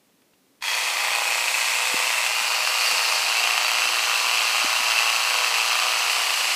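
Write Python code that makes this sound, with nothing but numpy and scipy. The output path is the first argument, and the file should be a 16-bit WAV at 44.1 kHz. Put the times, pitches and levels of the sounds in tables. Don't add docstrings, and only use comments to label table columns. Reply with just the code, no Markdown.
import sys
import numpy as np
from scipy import signal
from scipy.fft import rfft, irfft, next_fast_len
from scipy.io import wavfile
from scipy.ndimage import map_coordinates

SR = 44100
rng = np.random.default_rng(int(sys.argv[2]) if len(sys.argv) > 2 else 0)


def to_wav(sig):
    pcm = np.clip(np.atleast_2d(sig), -1, 1) * 32767
    pcm = np.round(pcm).astype(np.int16)
    wavfile.write(sys.argv[1], SR, pcm.T)


N = 288855
T = np.arange(N) / SR

SWITCH_ON_S, SPIN_UP_S = 0.61, 0.029
# (time [s], speed [turns/s])
DRUM_SPEED = [(0.6, 29.88), (0.95, 29.39), (1.2, 29.12), (1.55, 29.65), (1.9, 29.31), (2.3, 29.29),
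              (2.85, 29.4), (2.98, 28.21), (3.35, 28.62), (3.7, 28.92), (4.05, 28.92), (4.2, 29.27),
              (4.42, 28.52), (4.72, 29.2), (5.0, 28.63), (5.3, 29.09), (6.1, 29.13), (6.4, 28.63)]
# (place in the turn [0-1], relative strength [dB])
TWEEZER_ROWS = [(0.098, -6), (0.337, -6), (0.588, -7), (0.81, -4)]
# (middle [s], half length [s], lift [dB])
ROW_SPELLS = [
    [(1.15, 0.13, 2.5), (2.02, 0.14, 4.5), (3.1, 0.089, 0.5), (3.65, 0.28, -1), (4.5, 0.53, 3),
     (5.65, 0.097, 3), (6.3, 0.13, -12)],
    [(0.7, 0.093, 7), (1.45, 0.2, -5.5), (2.15, 0.29, 4), (3.1, 0.08, -2), (3.8, 0.14, 4), (4.7, 0.3, 3)],
    [(0.87, 0.12, -9), (1.55, 0.31, 3), (3.38, 0.076, 4), (4.1, 0.5, 2), (5.0, 0.12, 4.5), (5.5, 0.34, 2.5),
     (6.02, 0.1, 0.5)],
    [(0.72, 0.087, 0.5), (1.18, 0.12, 0.5), (3.0, 0.12, 3), (3.55, 0.3, 2.5), (4.15, 0.19, -1),
     (4.5, 0.12, 0), (5.35, 0.11, 0), (5.85, 0.12, -1.5), (6.3, 0.28, 2)],
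]
# (time [s], lift [dB])
CRACKING_CLOSINGS = [(0.626, 4), (0.641, -0.5), (1.176, -5), (2.674, 6), (3.475, 2.5), (4.565, 2),
                     (4.988, 2.5), (5.342, 2)]
# (time [s], snapping [dB], grinding [dB])
WORKS_LOUDNESS = [(0.8, -34, -29.5), (1.2, -29, -30.5), (1.6, -31.5, -28), (2.4, -30.5, -29.5),
                  (3.1, -31.5, -27.5), (3.6, -29.5, -30.5), (4.3, -31, -29), (5.4, -29.5, -29.5),
                  (5.92, -30, -29.5), (6.2, -32.5, -28), (6.5, -33, -27.5)]
# (frequency [Hz], relative level [dB per Hz])
SNAP_COLOUR = [(30, -69), (100, -40), (250, -26), (420, -20), (600, -10.5), (800, -4), (1200, -1),
               (1700, -3.5), (2600, 0), (3600, -8), (5000, -10), (9000, -16.5), (15000, -21.5)]
# (frequency [Hz], relative level [dB per Hz])
GRIND_COLOUR = [(30, -60), (100, -40.5), (300, -23), (450, -13.5), (700, -3.5), (1200, -5), (2500, 1),
                (3600, -0.5), (5000, -1), (7000, -4), (10000, -8), (13000, -12.5), (15500, -19)]
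# (middle [s], half length [s], lift [dB])
GRIND_STRAIN = (2.88, 0.084, 2)

# (multiple of drum speed [1], level held up [dB], level once lowered [dB])
GEAR_LINES = [(12, -63.0, -59.5), (16, -56.5, -54.0), (17.31, -50.0, -51.5), (18, -57.0, -62.5),
              (20, -55.5, -62.5), (21.31, -47.0, -48.0), (22, -54.0, -55.0), (23, -59.5, -54.0),
              (24, -46.0, -46.5), (25, -54.0, -48.0), (26, -54.5, -49.5), (27, -53.0, -49.5),
              (28, -47.5, -45.5), (29, -54.0, -48.5), (30, -49.0, -48.0), (31, -48.5, -50.0),
              (32, -45.5, -46.5), (33, -49.5, -51.0), (34, -45.5, -42.5), (35, -48.0, -43.5),
              (36, -46.5, -45.0), (37, -46.0, -42.5), (38, -47.0, -41.5), (39, -48.5, -46.5),
              (40, -43.5, -41.0), (41, -46.0, -42.0), (42, -51.0, -48.5), (43, -50.0, -44.0),
              (44, -49.5, -45.5), (45, -51.5, -46.5), (46, -50.0, -47.5), (48, -50.0, -47.5),
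              (50, -48.5, -45.0), (54, -50.5, -50.5), (65, -48.0, -52.0), (69, -47.0, -49.5),
              (71, -49.0, -50.5)]
LINE_SWELLS = {12: (3.52, 0.28, 6), 28: (1.22, 0.24, 10)}
HUM_WAVER_DB, HUM_SLACK = 3.0, 0.011
HUM_LAG, HUM_SKEW = 0.012, 0.8
HUM_DB, HUM_FLUTTER_DB = -1.53, 1.12
HUM_FOLLOWS = 0.55
# (middle [s], half length [s], pitch [Hz], level [dB])
DRUM_WHINES = [(1.36, 0.13, 4170, -41), (2.68, 0.06, 4590, -35.5), (2.92, 0.11, 4530, -36),
               (3.65, 0.055, 4590, -33.5)]

# (time [s], frequency [Hz])
SHELL_WHIRR = [(0.65, 2490), (1.7, 2555), (2.0, 2600), (2.4, 2804), (3.1, 2750), (3.6, 2740), (5.2, 2730),
               (5.9, 2727), (6.25, 2756), (6.55, 2726)]
WHIRR_WIDTH_HZ, WHIRR_DB = 170, 9
# (frequency [Hz], width [Hz], lift [dB])
LEVEL_MODES = [(950, 200, 9), (1980, 260, 8.5), (3290, 190, 9.5), (4460, 420, 7), (6500, 270, 4)]
# (frequency [Hz], width [Hz], lift [dB])
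TILTED_MODES = [(920, 140, 5.7), (2040, 200, 4.9), (4400, 290, 4.2), (7960, 1300, 5.1)]
# (frequency [Hz], width [Hz], lift [dB])
TURNED_MODES = [(656.4, 200, 2.5), (1180, 450, 6), (2464, 150, 6), (3400, 360, -4), (4520, 950, 6.5),
                (5400, 760, 2), (7750, 550, 3.5)]
# (frequency [Hz], width [Hz], lift [dB])
LOW_MODES = [(1200, 680, 3.3), (2270, 60, 2), (2315, 85, -2), (2456, 130, 4.5), (2660, 90, 1),
             (3040, 59, 2.5), (3126, 120, 4.5), (3650, 200, -5), (3850, 35, 4), (4330, 920, 6),
             (4860, 560, 2), (6140, 380, 4.5), (7870, 360, 6)]
# (frequency [Hz], width [Hz], lift [dB])
AWAY_MODES = [(1100, 360, 0), (2000, 500, 3.5), (2480, 120, 3.5), (2680, 110, -3.5), (2930, 250, 2.5),
              (3700, 210, -3), (4460, 1200, 5), (7840, 480, 5)]
# (start [s], end [s])
TILTING, TURNING = [0.61, 1.3], [2.2, 2.58]
# (start [s], end [s])
LOWERING_SPAN = [2.96, 3.7]
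# (start [s], end [s])
AVERTING_SPAN = [5.99, 6.2]

# (time [s], level before the noise [dB])
HANDLING_TICKS = [(0.092, -63), (0.219, -57), (0.335, -58), (0.609, -47)]
# (time [s], nominal peak level [dB], pitch [Hz], decay [s])
SOFT_BUMPS = [(1.9412, -28, 268, 0.0026), (2.41, -52, 230, 0.0074), (2.925, -50, 208, 0.006),
              (3.55, -53, 200, 0.0041), (3.854, -53, 267, 0.012), (4.27, -51, 240, 0.0055),
              (4.644, -34.5, 280, 0.0054), (4.802, -46, 253, 0.0068)]
# (frequency [Hz], relative level [dB per Hz])
ROOM_COLOUR = [(15, -56), (25, -26), (49, -25), (113, -9), (215, -1), (281, 0.5), (305, -2.5), (552, -6),
               (631, -9), (1530, -14), (2420, -14.5), (15500, -20.5)]
ROOM_DB = -62.5
TOP_HZ = 15450


def epilator():
    running = 1 - np.exp(-np.maximum(T - SWITCH_ON_S, 0) / SPIN_UP_S)
    lowered = np.interp(T, LOWERING_SPAN, [0, 1])
    turns = np.cumsum(running * curves(DRUM_SPEED)[0]) / SR
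    snap_db, grind_db = curves(WORKS_LOUDNESS)

    snapping, shaking = tweezers(turns, scatter_db=1.52, jitter=0.0001, spread=0.0006,
                                 chatter_life=0.004, chatter_db=2.0, clack_db=-0.5, count=4)
    strain = amp(swell(T, *GRIND_STRAIN))
    rubbing = running ** 1.5 * strain * grinding(shaking, load_share=0.026, grain_db=1.0)
    works = amp(snap_db) * running ** 0.14 * snapping + amp(grind_db) * rubbing

    follow_db = HUM_FOLLOWS * (snap_db - np.median(snap_db))
    hum_db = HUM_DB + follow_db + HUM_FLUTTER_DB * wobble(60)
    hum = running ** 14 * amp(hum_db) * gear_hum(turns, lowered)
    heard_works = room(shell(works, lowered), t60=0.2, wet_db=-11, count=10)
    return heard_works + hum + whines(width_hz=30)


def tweezers(turns, scatter_db, jitter, spread, chatter_life, chatter_db, clack_db, count):
    place, row_db = np.transpose(TWEEZER_ROWS)
    total = int(turns[-1])
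    closing = (np.arange(total)[:, None] + place).ravel()
    times = np.interp(closing, turns, T)
    chance = rng.standard_normal((len(closing), 4))

    row_times = times.reshape(total, -1).T
    spell_db = np.transpose([sum(swell(t, *spell) for spell in spells)
                             for t, spells in zip(row_times, ROW_SPELLS)])
    force_db = (row_db + spell_db).ravel()
    for s, db in CRACKING_CLOSINGS:
        nearest = np.argmin(np.abs(times - s))
        force_db[nearest] += db
        chance[nearest, :3] = 0
    sizes = amp(force_db + scatter_db * np.clip(chance[:, 0], -2, 2))

    lags = np.tile(spread * rng.standard_normal((len(TWEEZER_ROWS), count)), (total, 1))
    seating = times[:, None] + lags + jitter * rng.standard_normal(lags.shape)
    signs = (-1) ** np.arange(count)
    snaps = unit(impulses(seating.ravel(), (sizes[:, None] * signs).ravel()))

    touches = impulses(times - 0.001, sizes ** 2)
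    shaking = unit(np.sqrt(np.abs(fading(touches, chatter_life))))
    chatter_colour = along([(600, -9.5), (1200, -4.5), (2200, 0.0)])
    chatter = coloured(shaking * rng.standard_normal(N), chatter_colour)

    blow_db = force_db + 1.0 * np.clip(chance[:, 2], -2, 1.1)
    blows = amp(blow_db) * np.sign(chance[:, 3])
    clack_colour = along([(600, -22.5), (1600, -7.5), (2600, -1.0), (4000, -8.5)])
    clacks = coloured(unit(impulses(times + 0.0004 * chance[:, 1], blows)), clack_colour)

    mixed = snaps + amp(chatter_db) * chatter + amp(clack_db) * clacks
    return unit(coloured(mixed, along(SNAP_COLOUR))), shaking


def grinding(shaking, load_share, grain_db):
    load = 1 + load_share * shaking
    friction = load * amp(grain_db * wobble(900)) * rng.standard_normal(N)
    return unit(coloured(friction, along(GRIND_COLOUR)))


def gear_hum(turns, lowered):
    place, row_db = np.transpose(TWEEZER_ROWS)
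    hum = np.zeros(N)
    for multiple, up_db, low_db in GEAR_LINES:
        db = up_db + lowered * (low_db - up_db) + HUM_WAVER_DB * wobble(5)
        if multiple in LINE_SWELLS:
            db = db + swell(T, *LINE_SWELLS[multiple])
        row_phases = np.exp(-2j * np.pi * multiple * (place + HUM_LAG))
        in_step = np.angle(np.sum(amp(row_db) * row_phases)) + HUM_SKEW * rng.standard_normal()
        slack = HUM_SLACK * multiple * wobble(12)
        hum += amp(db) * np.cos(2 * np.pi * multiple * turns + in_step + slack)
    return np.sqrt(2) * hum


def whines(width_hz):
    out = np.zeros(N)
    for s, half, hz, db in DRUM_WHINES:
        singing = unit(ring(rng.standard_normal(N), hz, width_hz))
        out += amp(db) * np.exp(-((T - s) / half) ** 2) * singing
    return out


def shell(x, lowered):
    whirr = ring(x, curves(SHELL_WHIRR)[0], WHIRR_WIDTH_HZ)
    x = x + (amp(WHIRR_DB) - 1) * whirr
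    heard = coloured(x, lifts(LEVEL_MODES))
    tilted, turned, averted = [np.interp(T, span, [0, 1]) for span in (TILTING, TURNING, AVERTING_SPAN)]
    for modes, share in [(TILTED_MODES, tilted), (TURNED_MODES, turned),
                         (LOW_MODES, lowered), (AWAY_MODES, averted)]:
        heard = (1 - share) * heard + share * coloured(x, lifts(modes))
    return heard


def room(x, t60, wet_db, count):
    t, hop = T[:SR // 2], N // count
    fade = np.sin(np.pi * np.arange(2 * hop) / (2 * hop))
    padded, wet = np.pad(x, (hop, 2 * hop)), np.zeros(2 * N)
    for start in range(0, N + hop, hop):
        tail = rng.standard_normal(len(t)) * amp(-60 * t / t60) * (t > 0.003)
        tail /= np.linalg.norm(tail)
        answer = signal.fftconvolve(padded[start:start + 2 * hop] * fade, tail)
        wet[start:start + len(answer)] += answer
    return x + amp(wet_db) * wet[hop:hop + N]


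def ticks(life):
    s, db = np.transpose(HANDLING_TICKS)
    colour = along([(300, -11), (3000, -1.5), (6000, -19), (15000, -25)])
    rasp = unit(coloured(rng.standard_normal(N), colour))
    return fading(impulses(s, amp(db)), life) * rasp


def bumps(rise):
    out = np.zeros(N)
    for s, db, hz, decay in SOFT_BUMPS:
        t = np.maximum(T - s, 0)
        envelope = (1 - np.exp(-t / rise)) * np.exp(-t / decay)
        out += amp(db + 7) * envelope * np.sin(2 * np.pi * hz * t)
    return coloured(out, along([(30, -43), (70, -26), (130, -2), (280, 1.5), (500, 11.0), (1500, -17)]))


def room_quiet():
    return amp(ROOM_DB) * unit(coloured(rng.standard_normal(N), along(ROOM_COLOUR)))


def amp(db):
    return 10 ** (np.asarray(db) / 20)


def unit(x):
    return x / np.sqrt(np.mean(x ** 2) + 1e-20)


def curves(rows):
    s, *cols = np.transpose(rows)
    return [np.interp(T, s, c) for c in cols]


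def wobble(rate):
    knots = rng.standard_normal(int(N * rate / SR) + 4)
    steps = np.arange(0, len(knots) - 1, 1 / 10)
    smooth = map_coordinates(knots, [steps])
    return np.interp(T * rate, steps, smooth)


def swell(t, middle, half, db):
    return db * np.exp(-((t - middle) / half) ** 2)


def along(points):
    f, db = np.transpose(points)
    return lambda hz: amp(np.interp(np.log(hz + 1), np.log(f), db))


def lifts(modes):
    def gain(hz):
        return amp(sum(db / (1 + (2 * (hz - centre) / width) ** 2) for centre, width, db in modes))
    return gain


def coloured(x, gain):
    m = 2 * next_fast_len(N // 2 + 4096)
    cepstrum = irfft(np.log(gain(np.fft.rfftfreq(m, 1 / SR)) + 1e-6))
    cepstrum[1:m // 2] *= 2
    cepstrum[m // 2 + 1:] = 0
    response = np.exp(rfft(cepstrum))
    return irfft(rfft(x, m) * response, m)[:N]


def impulses(times, sizes):
    places = np.clip(np.round(times * SR).astype(int), 0, N)
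    return np.bincount(places, sizes, N + 1)[:N]


def fading(x, life):
    return signal.lfilter([1], [1, -np.exp(-1 / (life * SR))], x)


def ring(x, hz, width_hz):
    carrier = np.exp(2j * np.pi * np.cumsum(hz * np.ones(N)) / SR)
    life = 1 / (np.pi * width_hz)
    return 2 * np.real(carrier * fading(x / carrier, life)) / (life * SR)


def scene():
    return (epilator() + ticks(life=0.0069) + bumps(rise=0.00072) + room_quiet())[None]


def record(dry):
    m = next_fast_len(N + SR // 2)
    kept = np.fft.rfftfreq(m, 1 / SR) < TOP_HZ
    return irfft(rfft(dry, m) * kept, m)[..., :N]


dry = scene()
out = record(dry)
to_wav(out)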